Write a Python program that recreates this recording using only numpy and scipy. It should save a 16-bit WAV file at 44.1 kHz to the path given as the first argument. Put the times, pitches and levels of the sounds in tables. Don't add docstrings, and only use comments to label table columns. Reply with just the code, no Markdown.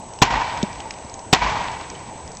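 import sys
import numpy as np
from scipy import signal
from scipy.fft import rfft, irfft
from scipy.io import wavfile
from scipy.ndimage import uniform_filter1d

SR = 44100
rng = np.random.default_rng(int(sys.argv[2]) if len(sys.argv) > 2 else 0)


def makeup_ratio(level_db):
    decades = np.asarray(level_db, float) / 20
    return 10 ** decades


def wav_record(signal):
    frames = np.transpose(np.atleast_2d(signal))
    bounded = np.clip(frames, -1, 1)
    quanta = np.round(bounded * 32767).astype(np.int16)
    wavfile.write(sys.argv[1], SR, quanta)


N = 105840

# (time [s], strength [dB], push pitch [Hz], bounce delay [s], bounce level [dB])
BLOWS = [
    (.2185, 15, 150, .013, -13),
    (1.3285, 15, 190, .018, -15),
]


def evened(x):
    return x / np.sqrt(np.mean(x ** 2) + 1e-20)


def read(points, hz):
    f, value = np.transpose(points)
    return np.interp(np.log(hz + 1), np.log(f + 1), value)


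def add(mix, s, sound):
    part = mix[round(s * SR):][:len(sound)]
    part += sound[:len(part)]


def colour(x, points):
    hz = np.fft.rfftfreq(len(x), 1 / SR)
    return evened(irfft(rfft(x) * makeup_ratio(read(points, hz)), len(x)))


def resonate(x, hz, width):
    r = np.exp(-np.pi * width / SR)
    pole = r * np.exp(2j * np.pi * hz / SR)
    return 2 * signal.lfilter([1 - r], [1, -pole], x + 0j).real


def fade(t, t60, rise=.0005):
    t = np.maximum(t, 0)
    return np.minimum(t / rise, 1) * makeup_ratio(-60 * t / t60)


def patchy(shape, bins, frames):
    rough = uniform_filter1d(rng.standard_normal(shape), size=bins, axis=0)
    return evened(uniform_filter1d(rough, size=frames, axis=1))


def blow(s, db, push_hz, bounce_s, bounce_db):
    # (frequency [Hz], level per Hz [dB])
    crack_spectrum = [(60, -18), (280, -4), (560, -10), (950, -1), (1350, -12), (2500, -5), (6000, -12),
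                      (8000, -18)]
    # (frequency [Hz], width [Hz], level [dB])
    timber = [(350, 110, -4), (780, 70, 0), (1010, 90, -2), (2080, 120, -10), (2780, 110, -13),
              (3870, 90, -16), (4370, 90, -18), (5940, 140, -18)]
    touch_s = .003
    crack_rise_s, crack_t60, ring_t60, push_t60 = .004, .04, .085, .025
    crack_db, ring_db, push_db, graze_db = 0, -3.5, -2, -37
    n = 8192
    t = np.arange(n) / SR - touch_s
    noise = rng.standard_normal((3, n))

    shape = fade(t, crack_t60, crack_rise_s)
    shape += makeup_ratio(bounce_db) * fade(t - bounce_s, crack_t60 / 2)
    crack = colour(noise[0], crack_spectrum) * shape

    strike = noise[1] * fade(t, ring_t60, crack_rise_s)
    ring = sum(makeup_ratio(d) * evened(resonate(strike, f, w)) for f, w, d in timber)
    ring *= np.std(shape) / np.std(ring)

    push = -np.sin(2 * np.pi * push_hz * (t - .001)) * fade(t - .001, push_t60)

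    graze = evened(resonate(noise[2], 3600, 1500))
    graze *= np.clip(1 + t / touch_s, 0, 1) * fade(t + touch_s, .06)

    hit = makeup_ratio(crack_db) * crack + makeup_ratio(ring_db) * ring + makeup_ratio(push_db) * push + makeup_ratio(graze_db) * graze
    return s - touch_s, makeup_ratio(db) * hit


def rollback(db, echo_s, early_db, sway_s, sway_db):
    # (frequency [Hz], level per Hz [dB])
    tail_spectrum = [(25, -10), (110, 0), (420, -10), (950, -2), (1350, -11), (2300, -6), (6300, -19.5),
                     (8000, -30)]
    # (frequency [Hz], t60 [s])
    tail_t60 = [(60, .6), (300, .45), (900, .68), (2200, .49), (6000, .44)]
    # (frequency [Hz], width [Hz], level [dB])
    tail_peaks = [(930, 140, -4), (1520, 90, -18), (1920, 80, -14), (2290, 70, -14)]
    scatter_db, lumps_db = 2.2, 1.5
    forest_db, forest_t60 = -27, 2.3
    sway_hz, sway_width_s = 50, .05
    n = 65536
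    t = np.arange(n) / SR

    taps = rng.standard_normal(n) * makeup_ratio(scatter_db * rng.exponential(1, n))
    taps = colour(taps, tail_spectrum) + sum(makeup_ratio(d) * evened(resonate(taps, f, w)) for f, w, d in tail_peaks)

    hz, at, z = signal.stft(evened(taps), SR, nperseg=512)
    walls = makeup_ratio(-60 * at / read(tail_t60, hz)[:, None])
    forest = makeup_ratio(forest_db - 60 * at / forest_t60)
    z = z * makeup_ratio(lumps_db * patchy(z.shape, 30, 2)) * (walls + forest)
    tail = signal.istft(z, SR, nperseg=512)[1][:n]
    before_echo = np.clip((echo_s - t) / .004, 0, 1)
    tail *= np.minimum(t / .01, 1) * makeup_ratio(early_db * before_echo)

    sway = np.sin(2 * np.pi * sway_hz * t) * np.exp(-((t - sway_s) / sway_width_s) ** 2)
    return makeup_ratio(db) * tail + makeup_ratio(sway_db) * sway


def tick(db, hz):
    click_q, click_t60, snap_t60, snap_db, trim_db = 9, .045, .018, 1, -3.5
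    n = 1024
    t = np.arange(n) / SR
    noise = rng.standard_normal(n)
    snap = evened(resonate(resonate(noise, 5500, 3000), 5500, 4000)) * fade(t, snap_t60) * .4
    click = resonate(noise * fade(t, .01), hz, hz / click_q) * fade(t, click_t60)
    return makeup_ratio(db + trim_db) * (click / abs(click).max() + makeup_ratio(snap_db) * snap)


def splinters():
    # (time [s], peak level [dB], pitch [Hz])
    landings = [(0.0897, -36, 6750), (0.136, -26, 6300), (0.188, -26, 2780), (0.5746, -26, 5940),
                (0.628, -11, 4100), (0.7291, -27, 2510), (0.7571, -30, 2500), (0.803, -20, 3080),
                (0.9072, -15, 2570), (0.9387, -28, 2870), (0.9856, -30, 2500), (1.049, -35, 5510),
                (1.0968, -30, 5530), (1.1402, -23, 6380), (1.1921, -28, 6240), (1.5084, -18, 2520),
                (1.7164, -27, 2820), (1.8108, -28, 4170), (1.9005, -21, 5860), (1.9509, -30, 3040),
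                (1.9923, -34, 6330), (2.1779, -36, 6280), (2.2766, -26, 5880), (2.318, -28, 6190),
                (2.35, -30, 6740), (2.37, -23, 5940)]
    out = np.zeros(N)
    for s, db, hz in landings:
        add(out, s + .0002, tick(db, hz))
    return out


def thuds():
    # (time [s], peak level [dB], pitch [Hz], t60 [s])
    drops = [
        (.6297, -9, 370, .03),
        (.6325, -4.5, 205, .036),
        (.6372, -19, 600, .03),
        (.8556, -22, 900, .06),
        (1.045, -27, 250, .05),
        (1.142, -30, 250, .04),
        (.803, -25, 800, .05),
        (1.951, -35, 3040, .045),
        (.8045, -33, 3080, .035),
        (.808, -35, 4300, .02),
    ]
    out = np.zeros(N)
    t = np.arange(4096) / SR
    for s, db, hz, t60 in drops:
        add(out, s, makeup_ratio(db) * np.sin(2 * np.pi * hz * t) * fade(t, t60, .002))
    return out


def grit():
    grains_per_s, level_db, spread_db = 120, -50, 4
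    pitches = (2600, 4200, 6200)
    out = np.zeros(N)
    t = np.arange(4096) / SR
    for hz in pitches:
        size = makeup_ratio(spread_db * np.minimum(rng.exponential(1, N), 4))
        size *= rng.random(N) < grains_per_s / len(pitches) / SR
        ping = np.sin(2 * np.pi * hz * t) * fade(t, .006)
        out += makeup_ratio(level_db) * signal.oaconvolve(size, ping)[:N]
    return out


def wash():
    # (frequency [Hz], level per Hz [dB])
    wash_spectrum = [(25, -15), (70, -3), (250, -11), (560, -11), (950, -5.5), (1220, -23), (3670, -31),
                     (7800, -35)]
    # (time [s], level [dB])
    wash_level = [(0, 0), (1.3, 0), (2.4, 0)]
    air_db, hiss_db = -37.5, -53.5
    z = signal.stft(colour(rng.standard_normal(N), wash_spectrum), SR, nperseg=1024)[2]
    z = z * makeup_ratio(1.5 * patchy(z.shape, 10, 5))
    air = evened(signal.istft(z, SR, nperseg=1024)[1][:N])
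    hiss = evened(resonate(rng.standard_normal(N), 6280, 700))
    level = np.interp(np.arange(N) / SR, *np.transpose(wash_level))
    return makeup_ratio(air_db + level) * air + makeup_ratio(hiss_db) * hiss


def whine():
    line_hz, field_hz, first_field_s, slip_s, level_db = 7867.13, 59.94, .0052, .0022, -44.5
    field = (np.arange(N) / SR - first_field_s) * field_hz
    turns = np.where(np.floor(field) % 2 == 0, .5, 1.)
    slip_hz = (field % 1 < slip_s * field_hz) * turns / slip_s
    return makeup_ratio(level_db) * np.sin(2 * np.pi * np.cumsum(line_hz - slip_hz) / SR)


def scene():
    # (tail level [dB], wall echo delay [s], gain before the echo [dB],
    # sway delay [s], sway level [dB])
    returns = [
        (1, .088, -7, .13, -16),
        (2, .092, -9, .12, -17),
    ]
    mix = splinters() + thuds() + grit() + wash() + whine()
    for hit, back in zip(BLOWS, returns):
        add(mix, *blow(*hit))
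        add(mix, hit[0], rollback(*back))
    return mix[None]


def ducked(x):
    duck_db, attack_s, hold_s, recover_s = -12, .012, .09, .22
    since = np.arange(N) / SR - np.array(BLOWS)[:, :1]
    duck = np.clip(since / attack_s, 0, 1) * np.clip(1 - (since - hold_s) / recover_s, 0, 1)
    return x * makeup_ratio(duck_db * duck.max(0))


def mirrored(x):
    z, hz = rfft(x), np.fft.rfftfreq(len(x), 1 / SR)
    half = round(16000 / 2 * len(x) / SR)
    z[half:2 * half + 1] = np.conj(z[half::-1])
    z[2 * half + 1:] = 0
    z *= makeup_ratio(-.019 * np.maximum(hz - 7760, 0) - .05 * np.maximum(hz - 8500, 0))
    return irfft(z, len(x))


def band_limit(x):
    return signal.sosfilt(signal.butter(12, 16490, fs=SR, output="sos"), x)


def record(dry):
    clip, pad = .71, 4410
    x = np.clip(ducked(dry[0]), -clip, clip)
    x = np.pad(x, pad, "reflect") * signal.windows.tukey(N + 2 * pad, pad / N)
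    x = np.clip(mirrored(x), -clip, clip)
    below_top = np.fft.rfftfreq(len(x), 1 / SR) < 16000
    x = irfft(rfft(x) * below_top, len(x))
    return band_limit(x[None, pad:-pad])


dry = scene()
out = record(dry)
wav_record(out)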